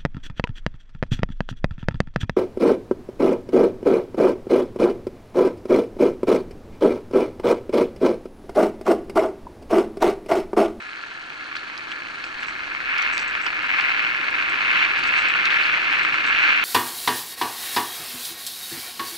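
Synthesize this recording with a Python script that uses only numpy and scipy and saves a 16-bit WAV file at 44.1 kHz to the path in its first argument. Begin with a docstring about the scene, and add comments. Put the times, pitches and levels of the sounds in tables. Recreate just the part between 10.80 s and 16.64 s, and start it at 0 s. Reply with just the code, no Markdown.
"""An electric bike gathers speed on a dry forest track at night, heard from the rider's chest.
From the start grit pops under the tyres, flung sand ticks on the frame, rubber rushes over soil,
the casings drone and air brushes the microphone. Bigger stones crack from 0.1 s, bumps knock the
bike from 0.8 s, and from 1.4 s a brake disc zings against its pads; knocks and zings shake sand loose.
From 2 s the tyres bite harder and the grit grows denser and louder."""
import sys
import numpy as np
from scipy import signal
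from scipy.fft import rfft, irfft
from scipy.io import wavfile
from scipy.ndimage import uniform_filter1d

SR = 44100
rng = np.random.default_rng(int(sys.argv[2]) if len(sys.argv) > 2 else 0)


def generate_wav(sig):
    """Save sig (samples, or channels by samples) to the path in sys.argv[1] as 16-bit PCM at SR."""
    pcm = np.round(np.clip(np.atleast_2d(sig).T, -1, 1) * 32767).astype(np.int16)
    wavfile.write(sys.argv[1], SR, pcm)


N = 257544
TAPS, CUTOFF_HZ = 2048, 11150
HZ = np.maximum(np.arange(TAPS // 2 + 1) * SR / TAPS, 1)
TIME_S = np.arange(N) / SR

# front wheel to the two microphone ports: freq_hz, right_lead_rad, left_over_right_db, coherence
MIC_PORTS = [(100, .25, -1.5, .92), (330, .5, -1.8, .94), (600, 1.7, -.8, .62), (1000, 1.5, -.6, .68),
             (1400, 1.2, -.2, .84), (1750, 1.2, 1.8, .75), (1950, 2.2, 3.5, .67), (2200, 2, 2.4, .78),
             (2500, 4.3, -.4, .4), (2850, 5.2, -1.4, .42), (3200, 6.3, -3.5, .4), (4300, 6.55, -2.6, .85),
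             (5300, 6.7, -1.5, .42), (7700, 6.3, -.5, .68), (11000, 6.3, -.4, .75)]
# bike speed: time_s, speed_kmh
BIKE_SPEED = [(0, 23.5), (1, 26), (2, 28), (3, 30.5), (4, 34), (5.84, 35)]
# crunch as the tyres bite into more or less loose grit: time_s, level_db
CRUNCH_LEVEL = [(0.0, -36.5), (0.57, -37.5), (0.74, -33), (0.92, -34.5), (1.5, -34.0), (2.0, -30),
                (2.08, -25), (2.26, -23), (2.36, -26), (2.76, -26.5), (2.99, -22), (3.46, -25.5),
                (3.87, -22.5), (3.99, -19.5), (4.12, -22.5), (4.86, -20.5), (4.98, -22), (5.18, -22),
                (5.36, -23.5), (5.69, -19.5), (5.84, -21)]
# coarse grit spectrum: freq_hz, density_db
GRIT_COLOUR = [(150, -57), (450, -22.5), (700, -16), (1000, -9), (1200, -6), (1400, -1), (1700, 1),
               (1900, -4), (2200, 3.5), (2600, -1.5), (3050, -12.5), (3700, -20.5), (5500, -31),
               (11000, -79.5)]
# fine grit spectrum: freq_hz, density_db
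FINE_COLOUR = [(900, -41), (2000, -9), (3000, 10.5), (3600, 2.5), (4350, 9), (5100, -7.5), (6000, -3.5),
               (7100, -14.5), (8100, -18), (9000, -24.5), (11000, -38.5)]
# sand tick spectrum: freq_hz, density_db
SAND_COLOUR = [(2500, -1), (4500, 10.5), (8500, 1.5), (11000, -14.5)]
# rolling rush spectrum: freq_hz, density_db
RUSH_COLOUR = [(200, -25), (450, -21.5), (700, -7.5), (1150, -5.5), (1380, 3.5), (1520, -4), (1680, 2.5),
               (1900, -9.5), (2170, -16), (2550, -4.5), (3400, -20), (4400, -23.5), (5300, -30.5),
               (11000, -68.5)]
# tyre casing spectrum: freq_hz, density_db
CASING_COLOUR = [(40, -9), (75, -12.5), (130, -7), (230, -5.5), (280, 0), (305, -4.5), (328, -1), (365, -1),
                 (440, -5.5), (520, -5.5), (580, -8), (1200, -36.5)]
# air resonances in the tyres: pitch_hz, width_hz, over_casing_db
CAVITY_MODES = [(313.4, 9.9, -7), (514, 9.1, -12)]
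# air buffeting the microphone: time_s, level_db
AIR_LEVEL = [(0.0, -70), (1.4, -64), (2.05, -60), (2.75, -56), (3.1, -64), (4.3, -60.5), (5.3, -65),
             (5.84, -65.2)]
# bigger stones cracking under the tread: start_s, level_db
STONE_CRACKS = [(0.131, -18), (0.2373, -17), (0.5016, -19), (0.7274, -17), (0.7522, -13), (0.8985, -16),
                (1.1173, -17), (1.4405, -16), (1.630, -17), (1.6831, -13), (1.9486, -10), (2.0031, -11),
                (2.5513, -8), (2.9979, -5), (3.2473, -6), (4.3387, -3), (5.1265, -4), (5.2494, -3)]
# knocks from bumps: start_s, level_db, t60_s, body_over_clack_db, ring_hz
BUMP_KNOCKS = [(.7555, -37, .05, 0, 3400), (.766, -35, .05, 0, 4400), (.9765, -33, .02, -14, 4950),
               (1.1155, -36, .04, 5, 3300), (1.439, -37, .04, 5, 6450), (1.630, -38, .04, 8, 3300),
               (2.181, -34, .018, -8, 5000), (2.221, -33, .022, -8, 5900), (2.378, -26, .012, -12, 4200),
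               (2.389, -35, .05, -8, 4700), (2.663, -33, .06, 12, 4600), (3.008, -32, .03, 4, 4400),
               (4.188, -42, .04, -6, 8500), (4.2365, -28, .02, -6, 4400), (4.459, -41, .04, -6, 8700),
               (4.654, -24, .025, -5, 4150), (4.832, -35, .09, 0, 4400), (5.108, -39, .03, -6, 8600),
               (5.4655, -34, .03, 3, 4300)]
# bright clack of a knock: freq_hz, density_db
CLACK_COLOUR = [(800, -39), (2500, -9), (3500, 16.5), (4400, 11), (5300, 5), (6100, -3), (7200, -11),
                (11000, -33)]
# dull body of a knock: freq_hz, density_db
BODY_COLOUR = [(150, -38), (700, -16), (1350, 1), (1900, -4), (2600, -2), (4000, -14), (9000, -45)]
# disc grazing its pads as the fork flexes: start_s, level_db, length_s
DISC_GRAZES = [(1.445, -55, 0.035), (1.605, -54, 0.022), (1.666, -48.5, .035), (2.324, -43.5, 0.047),
               (2.392, -43.5, 0.037), (2.476, -38.5, .006), (2.614, -48, 0.046), (3.693, -44, .008),
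               (4.27, -42, .01), (4.37, -45.5, .055), (4.483, -42, .008), (4.734, -60, 0.032),
               (5.228, -47, .015), (5.46, -45.5, 0.035)]
# brake disc modes: pitch_hz, level_db
DISC_MODES = [(7720, 3), (7850, -11), (6500, -5)]
# pad scrape spectrum: freq_hz, density_db
SCRAPE_COLOUR = [(2500, -16), (6000, 7), (8500, -6), (11000, -18)]


def from_db(db):
    """Decibels to gain."""
    return 10 ** (np.asarray(db) / 20)


def rms_one(x):
    """Scale the stereo centre to rms 1."""
    return x / np.sqrt(np.mean(np.atleast_2d(x).mean(axis=0) ** 2) + 1e-20)


def in_time(rows):
    """One time curve per value column."""
    time_s, *columns = np.transpose(rows)
    return [np.interp(TIME_S, time_s, c) for c in columns]


def in_pitch(rows):
    """One frequency curve per value column."""
    freq_hz, *columns = np.transpose(rows)
    return [np.interp(np.log(HZ), np.log(freq_hz), c) for c in columns]


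def with_speed(cruise_db, power, cruise_kmh=30):
    """Level in dB for an amplitude that grows as a power of speed."""
    speed_kmh, = in_time(BIKE_SPEED)
    return cruise_db + power * 20 * np.log10(speed_kmh / cruise_kmh)


def drift(rate_hz):
    """Slow random curve, spread 1."""
    hop, settle = 40, 2000
    pole = np.exp(-2 * np.pi * rate_hz * hop / SR)
    noise = rng.standard_normal(N // hop + settle + 2)
    slow = signal.lfilter([1], [1, -2 * pole, pole * pole], noise)[settle:]
    return np.interp(np.arange(N) / hop, np.arange(len(slow)), rms_one(slow))


def minimum_phase(colour_db):
    """Spectrum with a sharp attack, then ringing."""
    cepstrum = irfft(colour_db * np.log(10) / 20)
    one_sample_delay = np.exp(-2j * np.pi * np.arange(len(HZ)) / TAPS)
    return np.exp(rfft(2 * cepstrum[1:TAPS // 2], TAPS) * one_sample_delay + cepstrum[0])


def path(colour_db, scatter_s, diffuse=1):
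    """Stereo click response: direct sound plus scatter off bike and rider, different at each port."""
    lead_rad, balance_db, coherence = in_pitch(MIC_PORTS)
    coherence = np.clip(1 - diffuse * (1 - coherence), 0, 1)
    scatter = rng.standard_normal((2, TAPS)) * np.exp(-np.arange(TAPS) / SR / scatter_s)
    scatter = rfft(scatter / np.linalg.norm(scatter, axis=1, keepdims=True))
    direct = np.exp(-1j * lead_rad * np.array([[1], [0]]))
    ports = np.sqrt(coherence) * direct + np.sqrt(1 - coherence) * scatter
    ports *= from_db([balance_db / 2, -balance_db / 2])
    fade = np.minimum(np.linspace(4, 0, TAPS), 1) ** 2
    return np.roll(irfft(ports * minimum_phase(colour_db)), 24, axis=1) * fade


def through(x, response):
    """Mono signal through a stereo response."""
    return signal.oaconvolve(x[None], response, axes=1)[:, :len(x)]


def add(out, start_s, sound):
    """Mix in a short sound."""
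    at = max(round(start_s * SR), 0)
    out[:, at:at + sound.shape[1]] += sound[:, :max(N - at, 0)]


def rolling_noise(colour, scatter_s, paths, diffuse=1):
    """Coloured noise over several independent paths, rms 1."""
    colour_db, = in_pitch(colour)
    parts = (through(rng.standard_normal(N), path(colour_db, scatter_s, diffuse)) for _ in range(paths))
    return rms_one(sum(parts))


def grain_colour(colour, vary_db):
    """Each grain's size puts its own bumps on the common spectrum."""
    knots_hz = np.geomspace(500, 11000, num=12)
    bumps = np.interp(np.log(HZ), np.log(knots_hz), rng.standard_normal(len(knots_hz)))
    return in_pitch(colour)[0] + vary_db * bumps


def crackle(per_s, colour, size_db, size_cap, bed, vary_db, scatter_s, kinds):
    """Random pops, many small and few large, over a bed of tiny ones; steady rms 1."""
    born = rng.random(N) < per_s / SR
    sizes = from_db(size_db * np.minimum(rng.exponential(1, N), size_cap)) * rng.choice([-1, 1], N)
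    clicks = rms_one(born * sizes / np.sqrt(per_s)) + bed * rng.standard_normal(N)
    clicks /= np.sqrt(uniform_filter1d(clicks ** 2, size=3000) + 1e-9)
    kind = rng.integers(0, kinds, N)
    responses = (path(grain_colour(colour, vary_db), scatter_s) for _ in range(kinds))
    return rms_one(sum(through(clicks * (kind == k), response) for k, response in enumerate(responses)))


def grit(firm_ground_db=-25.5, firm_pops_per_s=1700):
    """A harder bite crushes more grit, with a brighter edge; uneven ground makes it clump."""
    crunch_db, = in_time(CRUNCH_LEVEL)
    bite_db = crunch_db - firm_ground_db  # negative on soft soil
    per_s = firm_pops_per_s * from_db(.66 * bite_db)
    uneven_db = .6 * drift(rate_hz=24) + .5 * drift(rate_hz=7.4)
    coarse = crackle(per_s, GRIT_COLOUR, size_db=4.5, size_cap=2.78, bed=.28,
                     vary_db=1.5, scatter_s=.00047, kinds=20)
    edge = signal.sosfilt(signal.butter(1, [2500, 3900], "band", fs=SR, output="sos"), coarse)
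    edge_db = .77 * np.maximum(bite_db, -5.5)
    coarse += edge * (from_db(edge_db) - 1)
    coarse_db = crunch_db - 1.98 + .069 * np.minimum(bite_db, 0)
    fine = crackle(1.5 * per_s, FINE_COLOUR, size_db=2.5, size_cap=6.6, bed=.8,
                   vary_db=2.5, scatter_s=.0011, kinds=10)
    patches_db = 1.46 * drift(rate_hz=24)
    fine_db = with_speed(cruise_db=-45, power=1.3) + .83 * np.maximum(bite_db, 0) + patches_db
    return coarse * from_db(coarse_db + uneven_db) + fine * from_db(fine_db + uneven_db)


def sand(ticks_per_s=140, shake_db=5, shake_fade_s=.024):
    """Sand off the tread ticks on the frame, louder with speed and just after each bump."""
    shake = np.zeros(N)
    for start_s, *_ in BUMP_KNOCKS + DISC_GRAZES:
        age_s = TIME_S - start_s
        shake = np.maximum(shake, (age_s >= 0) * np.exp(-np.abs(age_s) / shake_fade_s))
    ticks = crackle(ticks_per_s, SAND_COLOUR, size_db=4, size_cap=2.8, bed=.8,
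                    vary_db=2.5, scatter_s=.002, kinds=4)
    level_db = with_speed(cruise_db=-57, power=1.1) + shake_db * shake + 1.3 * drift(rate_hz=2.5)
    return ticks * from_db(level_db)


def rush():
    """Rubber on packed soil: a smooth rush that grows with speed."""
    rubbing = rolling_noise(RUSH_COLOUR, scatter_s=.0019, paths=6, diffuse=.37)
    return rubbing * from_db(with_speed(cruise_db=-36, power=2.2))


def tyre_drone():
    """The ground shakes the tyre casings and the air in them."""
    casing = rolling_noise(CASING_COLOUR, scatter_s=.0044, paths=4)
    cavity = np.zeros(N)
    for pitch_hz, width_hz, over_casing_db in CAVITY_MODES:
        resonator = signal.iirpeak(pitch_hz, pitch_hz / width_hz, fs=SR)
        cavity += from_db(over_casing_db) * rms_one(signal.lfilter(*resonator, rng.standard_normal(N)))
    return (casing + cavity) * from_db(with_speed(cruise_db=-48.5, power=2.52))


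def air(band_hz=(14, 42), gust_db=3):
    """Soft, gusty pressure swings on the microphone ports."""
    level_db, = in_time(AIR_LEVEL)
    band = signal.butter(2, band_hz, "band", fs=SR, output="sos")
    common, left, right = signal.sosfilt(band, rng.standard_normal((3, N)))
    pressure = rms_one(common + .18 * np.array([left, right]))
    return pressure * from_db(level_db + gust_db * drift(rate_hz=7.2))


def stones():
    """A bigger stone pops sharply, then more weakly as it splits."""
    out = np.zeros((2, N))
    for start_s, level_db in STONE_CRACKS:
        split_s = rng.uniform(.0005, .0014)
        for delay_s, part_db in ((0, -1), (split_s, -4)):
            pop = path(grain_colour(GRIT_COLOUR, vary_db=1.8), scatter_s=.0004, diffuse=.6)
            add(out, start_s + delay_s, pop / np.abs(pop).max() * from_db(level_db + part_db))
    return out


def knocks(touches_per_s=3000, usual_t60_s=.057, ring_peak_db=11, ring_half_width_hz=240):
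    """Bumps make parts chatter: a ringing clack over a dull body. Short, hard knocks are brighter."""
    out, age_s = np.zeros((2, N)), TIME_S[:SR // 8]
    for start_s, level_db, t60_s, body_over_clack_db, ring_hz in BUMP_KNOCKS:
        touches = rng.choice([-1, 1], len(age_s)) * (rng.random(len(age_s)) < touches_per_s / SR)
        touches[0] = 1
        chatter = touches * from_db(-60 * age_s / t60_s)
        ring_db = ring_peak_db / (1 + ((HZ - ring_hz) / ring_half_width_hz) ** 2)
        tilt_db_per_octave = 7.5 * np.log2(usual_t60_s / t60_s)
        octaves = np.log2(np.clip(HZ, 800, CUTOFF_HZ) / ring_hz)
        clack_db = in_pitch(CLACK_COLOUR)[0] + ring_db + tilt_db_per_octave * octaves
        for colour_db, part_db in ((clack_db, 0), (in_pitch(BODY_COLOUR)[0], body_over_clack_db)):
            part = through(chatter, path(colour_db, scatter_s=.00056, diffuse=.59))
            early_rms = np.sqrt(np.mean(part[:, :round(t60_s * SR / 5)] ** 2))
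            add(out, start_s, part / early_rms * from_db(level_db + part_db))
    return out


def disc_zings(sing_db=-7, scrape_db=-3):
    """Each graze scrapes the brake disc and sets it singing roughly; the pads then damp it fast."""
    envelope = np.zeros(N)
    for start_s, level_db, length_s in DISC_GRAZES:
        corners_s = [0, .004, length_s, length_s + .005, length_s + .03]
        envelope += from_db(level_db) * np.interp(TIME_S - start_s, corners_s, [0, 1, .7, .25, 0])
    sing = np.zeros(N)
    for pitch_hz, level_db in DISC_MODES:
        rough_gain = from_db(level_db + 3.5 * drift(rate_hz=150))
        sing += rough_gain * np.sin(2 * np.pi * pitch_hz * TIME_S + drift(rate_hz=60))
    scrape = crackle(900, SCRAPE_COLOUR, size_db=4.5, size_cap=3, bed=.3,
                     vary_db=2.5, scatter_s=.0009, kinds=4)
    return envelope * (sing * from_db(sing_db) + scrape * from_db(scrape_db))


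def scene():
    """All sources ride along with the microphone, in open air."""
    return grit() + sand() + rush() + stones() + knocks() + disc_zings() + tyre_drone() + air()


def record(dry):
    """Soft clip, then steep low-pass."""
    rounded = 1.255 * np.tanh(dry / 1.334)
    return signal.sosfilt(signal.ellip(10, .3, 70, CUTOFF_HZ, fs=SR, output="sos"), rounded)


dry = scene()
out = record(dry)
generate_wav(out)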